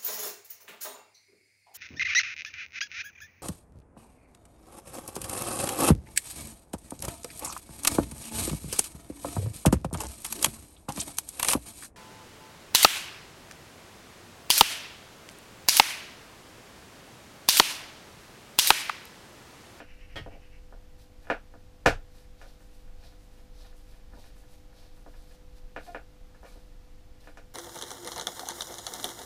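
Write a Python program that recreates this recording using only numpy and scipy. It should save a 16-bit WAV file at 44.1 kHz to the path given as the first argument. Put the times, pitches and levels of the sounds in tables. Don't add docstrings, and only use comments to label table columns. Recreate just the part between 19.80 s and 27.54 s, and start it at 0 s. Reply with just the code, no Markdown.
import sys
import numpy as np
from scipy import signal
from scipy.fft import rfft, irfft
from scipy.io import wavfile
from scipy.ndimage import uniform_filter1d

SR = 44100
rng = np.random.default_rng(int(sys.argv[2]) if len(sys.argv) > 2 else 0)


def dump_mix(stems):
    frames = np.atleast_2d(stems).T
    limited = np.clip(frames, -1, 1)
    pcm = np.round(limited * 32767).astype(np.int16)
    wavfile.write(sys.argv[1], SR, pcm)


N = 341334
T = np.arange(N) / SR
RING = T[:SR // 2]

# freq_hz, level_db
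AIR_SPECTRUM = [(8, -9.5), (22, 1), (40, -7), (55, -11), (75, -18), (95, -16.5), (125, -26), (400, -35),
                (620, -36), (1150, -41), (2800, -44.5), (5000, -46.5), (8500, -52.5), (15000, -56)]
AIR_DB = -47.5

HUM_HARMONICS = {3: -72.5, 4: -73.5, 5: -75, 6: -70.5, 10: -66.5, 14: -81.5, 16: -78.5}
MAINS_HZ = 50

# freq_hz, level_db
BIRD_SPECTRUM = [(1000, -24), (1550, -10), (1900, -6.5), (2650, -3), (2950, -5.5), (3400, -26), (5600, -20),
                 (8000, -43)]
CHATTER_START_S, NOTE_GAP_S, CHATTER_DB, CHATTER_FADE_DB_PER_S = 0.006, 0.106, -57.5, 8

# start_s, grip_db, sleeve_sweep_db
WRIST_TURNS = [(2.645, -1, 0), (3.249, -1, -2.5), (3.803, 1.5, -0.5), (4.41, 0, 1.5), (4.995, -1, -3)]
# after_twist_s, rise_s, glove_rub_db, sleeve_hiss_db
TURN_MOVES = [(0, 0.038, -62.5, -66.5), (.178, 0.025, -77, -67.5), (.305, .036, -71.5, -68.5)]
# peak_s, rise_s, level_db
BRUSH_STROKES = [(1.208, 0.018, -66), (1.44, .024, -70.5), (2.365, 0.032, -67.5), (5.411, .045, -68.5),
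                 (5.51, 0.021, -67), (5.772, 0.01, -67), (6.05, .04, -64.5), (6.68, 0.03, -65),
                 (6.78, 0.051, -72), (7.41, 0.0054, -65), (7.455, 0.025, -66.5)]
BRUSH_HISS_DB = 0
STROKE_FALL = 1.98
# freq_hz, level_db
RUB_SPECTRUM = [(200, -15), (700, 6), (1500, -14), (2900, -5), (3950, 4), (5500, -0.5), (7500, -15),
                (15000, -22)]
# freq_hz, level_db
HISS_SPECTRUM = [(500, -34), (2000, -3.5), (6000, -2), (10500, -1.5), (15000, -7.5)]

# start_s, level_db (gain on the wall modes)
WALL_BLOWS = [(0.349, -14.5), (0.403, -10.5), (2.058, 4)]
# freq_hz, level_db, t60_s
WALL_MODES = [(26, -31.5, 1), (46.8, -38, 0.33), (66, -35.5, .35), (90, -34, 0.38), (123, -32, 0.27),
              (163, -35, 0.17)]

# freq_hz, level_db (over its spectrum)
PLASTIC_MODES = [(296, 1), (581, -6), (705, -3), (1265, 9), (1863, 6), (2175, -3), (3176, 12), (3290, 10),
                 (4360, -12)]
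# freq_hz, level_db
PLASTIC_SPECTRUM = [(120, 4.5), (700, 6.5), (1000, -3.5), (1900, 1), (2700, -6.5), (3300, -2), (3700, -13),
                    (4400, -10), (5300, -15), (6500, -23), (15000, -34)]
RATTLE_S, RATTLE_DB, BOUNCE_GAP_S, BOUNCE_LOSS_DB = 0.3575, -38, 0.0092, 5.5

# freq_hz, level_db (over the spectrum of the blow)
BOX_MODES = [(245, 6), (301, 10), (415, -10), (441, 2.5), (493, 4.5), (528, -8), (568, 2.5), (649, -8),
             (689, 5.5), (746, 2), (797, -14.5), (834, -4), (912, 3), (966, 5), (1018, 0.5), (1219, 4),
             (1367, -1.5), (1400, -4.5), (1528, 1.5), (1572, -8.5), (1639, -5), (1701, -11), (1775, -4),
             (1868, -3.5), (2194, 5), (2301, -8.5), (2406, 2), (2492, -4), (2829, 0.5), (2951, 1)]
# freq_hz, level_db
BOX_SPECTRUM = [(170, -16.5), (290, -5), (360, -10.5), (445, 1.5), (780, 2), (1130, -10), (1600, -1),
                (2050, -15), (2400, -11), (3200, -21.5), (3900, -26.5), (6000, -32.5), (8500, -39.5),
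                (15000, -53)]
BOX_T60_S, SHED_T60_S = 0.11, 0.17
# freq_hz, level_db
HARD_CONTACT = [(260, 0.5), (400, 0), (780, -2), (950, -1), (1250, .5), (1600, 1.5), (2600, 0.5), (3300, 3),
                (6000, 10.5)]

FUMBLE_DB, FUMBLE_MS, FUMBLE_THUD_DB, FUMBLE_SCATTER_DB = -65, 0.4, 1, 1

# start_s, level_db (before the contact filter),
# contact_ms (of each catch), thud_db (of the boards)
WIRE_SCRAPES = [(0.541, -49, 1.4, 0), (1.446, -60.5, .35, 2), (1.482, -51.5, 0.85, 2),
                (2.636, -55, 0.46, -5), (4.367, -50.5, 1.24, 7), (5.334, -61, .2, 3), (6.538, -60, 0.16, 1),
                (6.642, -53.5, 0.31, 4)]
SCRAPE_S = 0.018

# start_s, length_s, slip_rate_hz, pitch_hz (the one that rings), level_db
SQUEAKS = [(6.065, 0.043, 345, 690, -43), (6.654, .018, 1130, 2260, -61)]

# start_s, level_db (before the contact filter), contact_ms, thud_db (of the boards)
KNOCKS = [(0.002, -45, 0.21, 6), (0.461, -40, 1.24, 3), (0.518, -51.5, 1.16, 8), (0.924, -50, 0.8, 2),
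          (1.470, -51.5, 0.37, -5), (1.500, -24.5, 0.34, 1), (1.738, -51, 0.75, 7), (2.056, -29, 1.06, -17),
          (2.06, -16, 0.18, 1.5), (2.614, -51, 0.084, -8), (4.334, -55.5, 0.57, 15),
          (5.2619, -48.5, 0.9, 4), (5.9623, -37.5, 0.31, 1), (6.1465, -37, 0.37, -1),
          (6.630, -49, 0.89, -4), (6.756, -53, 1.35, 8.5), (7.4724, -50, 0.3, 3), (7.572, -49.5, .08, 0)]

TOP_HZ = 15200


def undb(db):
    return 10 ** (np.asarray(db) / 20)


def unit(x):
    return x / np.sqrt(np.mean(x ** 2))


def unit_hit(x):
    return x / np.sqrt(np.sum(x ** 2) / (0.03 * SR))


def colour(x, points, size=4096):
    hz, db = np.transpose(points)
    freqs = np.maximum(np.arange(size // 2 + 1) * SR / size, 1)
    gain_db = np.interp(np.log(freqs), np.log(hz), db)
    cepstrum = irfft(np.log(undb(gain_db)))
    cepstrum[1:size // 2] *= 2
    cepstrum[size // 2 + 1:] = 0
    impulse = irfft(np.exp(rfft(cepstrum)))
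    return signal.fftconvolve(x, impulse)[:len(x)]


def fade(t60):
    return np.exp(-np.log(1000) * RING / t60)


def mode(hz, db, t60, wave=np.sin):
    return undb(db) * wave(2 * np.pi * hz * RING) * fade(t60)


def add(out, s, sound):
    start = max(int(s * SR), 0)
    out[start:start + len(sound)] += sound[:N - start]


def walk(rate):
    k = max(int(SR / rate), 1)
    steps = np.repeat(rng.standard_normal(N // k + 1), k)[:N]
    return 1.2 * uniform_filter1d(steps, k)


def swell(s, half_s):
    return np.exp(-0.5 * ((T - s) / half_s) ** 2)


def response(modes, points, t60, modes_db, room_db, build_s, spread_s):
    freqs = np.arange(len(RING) // 2 + 1) * SR / len(RING)
    delay = spread_s * np.sqrt(1000 / (freqs + 200))
    crack = irfft(np.exp(-2j * np.pi * np.cumsum(delay) * freqs[1]))
    build = 1 - np.exp(-RING / build_s)
    ring = build * sum(mode(hz, db, t60, np.cos) for hz, db in modes)
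    echoes = build * rng.standard_normal(len(RING)) * fade(SHED_T60_S)
    echoes = colour(echoes, [(700, -10), (1600, -8.5), (3500, -4.5)])
    arrivals = unit_hit(crack) + undb(modes_db) * unit_hit(ring) + undb(room_db) * unit_hit(echoes)
    return unit_hit(colour(arrivals, points))


def contact(contact_ms, thud_db, steepness=5.8, floor_db=-28):
    hz, db = np.transpose(HARD_CONTACT)
    passed_power = 1 / (1 + (hz * contact_ms / 1000) ** steepness)
    thud = thud_db * (hz == hz[0])
    return np.column_stack([hz, db + thud + 10 * np.log10(passed_power + undb(floor_db) ** 2)])


def air(rumble_drift_db=-0.5):
    noise = undb(AIR_DB) * unit(colour(rng.standard_normal(N), AIR_SPECTRUM, size=16384))
    rumble = signal.sosfiltfilt(signal.butter(2, 130, fs=SR, output="sos"), noise)
    hiss = noise - rumble
    return hiss + rumble * undb(rumble_drift_db * walk(5))


def hum(waver_db=1.0):
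    out = np.zeros(N)
    for k, db in HUM_HARMONICS.items():
        peak = np.sqrt(2) * undb(db + waver_db * walk(4.2))
        out += peak * np.sin(2 * np.pi * (k * MAINS_HZ * T + rng.random()))
    return out


def bird(note_s=0.024, rasp_hz=420, garden_t60_s=0.48, garden_db=-3, count=8):
    phase = np.cumsum(rasp_hz * (1 + 0.087 * walk(150))) / SR % 1
    pulses = rng.standard_normal(N) * np.exp(-phase / 0.31)
    rasp = unit(colour(pulses, BIRD_SPECTRUM))
    beats = sum(swell(CHATTER_START_S + k * NOTE_GAP_S, note_s) for k in range(count))
    notes = rasp * beats * undb(CHATTER_DB - CHATTER_FADE_DB_PER_S * T)
    garden = rng.standard_normal(len(RING)) * fade(garden_t60_s)
    echoes = signal.fftconvolve(notes, garden / np.linalg.norm(garden))[:N]
    return notes + undb(garden_db) * echoes


def stroke(s, rise_s):
    return np.where(T < s, swell(s, rise_s), swell(s, rise_s * STROKE_FALL))


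def hand():
    moves = [(s + after_s, rise_s, grip_db + rub_db, sweep_db + hiss_db)
             for s, grip_db, sweep_db in WRIST_TURNS
             for after_s, rise_s, rub_db, hiss_db in TURN_MOVES]
    moves += [(s, rise_s, db, db + BRUSH_HISS_DB) for s, rise_s, db in BRUSH_STROKES]
    power = sum(np.outer(undb([rub_db, hiss_db]), stroke(s, rise_s)) ** 2
                for s, rise_s, rub_db, hiss_db in moves)
    return np.sqrt(power)


def rustle(box, grain_db=1.5, uneven_db=1.2, ticks_per_s=55, tick_db=-1.5):
    rub, hiss = hand()
    fibres = rng.standard_normal((2, N)) * undb(grain_db * walk(820) + uneven_db * walk(50))
    catches = (rng.random(N) < ticks_per_s / SR) * rng.standard_normal(N)
    scratch = signal.fftconvolve(catches, box)[:N]
    scratch = colour(scratch, [(500, -8.5), (1500, -8), (4000, 0.5)])
    glove = unit(colour(fibres[0], RUB_SPECTRUM)) + undb(tick_db) * unit(scratch)
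    sleeve = unit(colour(fibres[1], HISS_SPECTRUM))
    return rub * glove + hiss * sleeve


def wall():
    out = np.zeros(N)
    boom = sum((-1) ** k * mode(hz, db, t60) for k, (hz, db, t60) in enumerate(WALL_MODES))
    for s, db in WALL_BLOWS:
        add(out, s, undb(db) * boom)
    return out


def rattle(count=4):
    out = np.zeros(N)
    plastic = response(PLASTIC_MODES, PLASTIC_SPECTRUM, t60=0.22, modes_db=3.0, room_db=14,
                       build_s=0.0038, spread_s=0.00079)
    for k in range(count):
        add(out, RATTLE_S + k * BOUNCE_GAP_S, undb(RATTLE_DB - k * BOUNCE_LOSS_DB) * plastic)
    return out


def fumbles(box, count=11):
    out = np.zeros(N)
    bump = colour(box, contact(FUMBLE_MS, FUMBLE_THUD_DB))
    first_s = WRIST_TURNS[0][0]
    last_s = WRIST_TURNS[-1][0] + TURN_MOVES[-1][0]
    for k in range(count):
        s = first_s + (last_s - first_s) * (k + rng.random()) / count
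        db = FUMBLE_DB + FUMBLE_SCATTER_DB * rng.standard_normal()
        add(out, s, undb(db) * bump)
    return out


def scrapes(box, catches_per_s=900):
    out = np.zeros(N)
    pressure = np.sin(np.pi * np.minimum(RING / SCRAPE_S, 1))
    for s, db, contact_ms, thud_db in WIRE_SCRAPES:
        catches = (rng.random(len(RING)) < catches_per_s / SR) * rng.standard_normal(len(RING))
        friction = pressure * (catches + 0.078 * rng.standard_normal(len(RING)))
        sound = unit_hit(signal.fftconvolve(friction, box)[:len(RING)])
        add(out, s, undb(db) * colour(sound, contact(contact_ms, thud_db)))
    return out


def squeaks(box, rough=0.023, uneven_db=5, flank_db=-6):
    out = np.zeros(N)
    for s, length_s, slip_hz, ring_hz, db in SQUEAKS:
        slip_phase = np.cumsum(slip_hz * (1 + rough * walk(200)[:len(RING)])) / SR
        pressure = (RING < length_s) * (0.5 + np.sin(np.pi * RING / length_s) ** 2)
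        impulses = np.diff(np.floor(slip_phase), prepend=-1)
        slips = impulses * pressure * undb(uneven_db * walk(267)[:len(RING)])
        sound = signal.fftconvolve(slips, box)[:len(RING)]
        resonance = [(ring_hz / 2, flank_db / 2), (ring_hz, 0),
                     (ring_hz * 1.4, flank_db), (ring_hz * 2, flank_db * 2.8)]
        add(out, s, undb(db) * unit_hit(colour(sound, resonance)))
    return out


def knocks(box):
    out = np.zeros(N)
    for s, db, contact_ms, thud_db in KNOCKS:
        add(out, s, undb(db) * colour(box, contact(contact_ms, thud_db)))
    return out


def scene():
    box = response(BOX_MODES, BOX_SPECTRUM, t60=BOX_T60_S, modes_db=-8.5, room_db=7,
                   build_s=0.0023, spread_s=0.0014)
    background = air() + hum() + bird()
    handling = rustle(box) + wall() + rattle() + fumbles(box) + scrapes(box) + squeaks(box) + knocks(box)
    return (background + handling)[None]


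def record(dry):
    return signal.sosfilt(signal.ellip(12, 0.1, 70, TOP_HZ, fs=SR, output="sos"), dry)


dry = scene()
out = record(dry)
dump_mix(out)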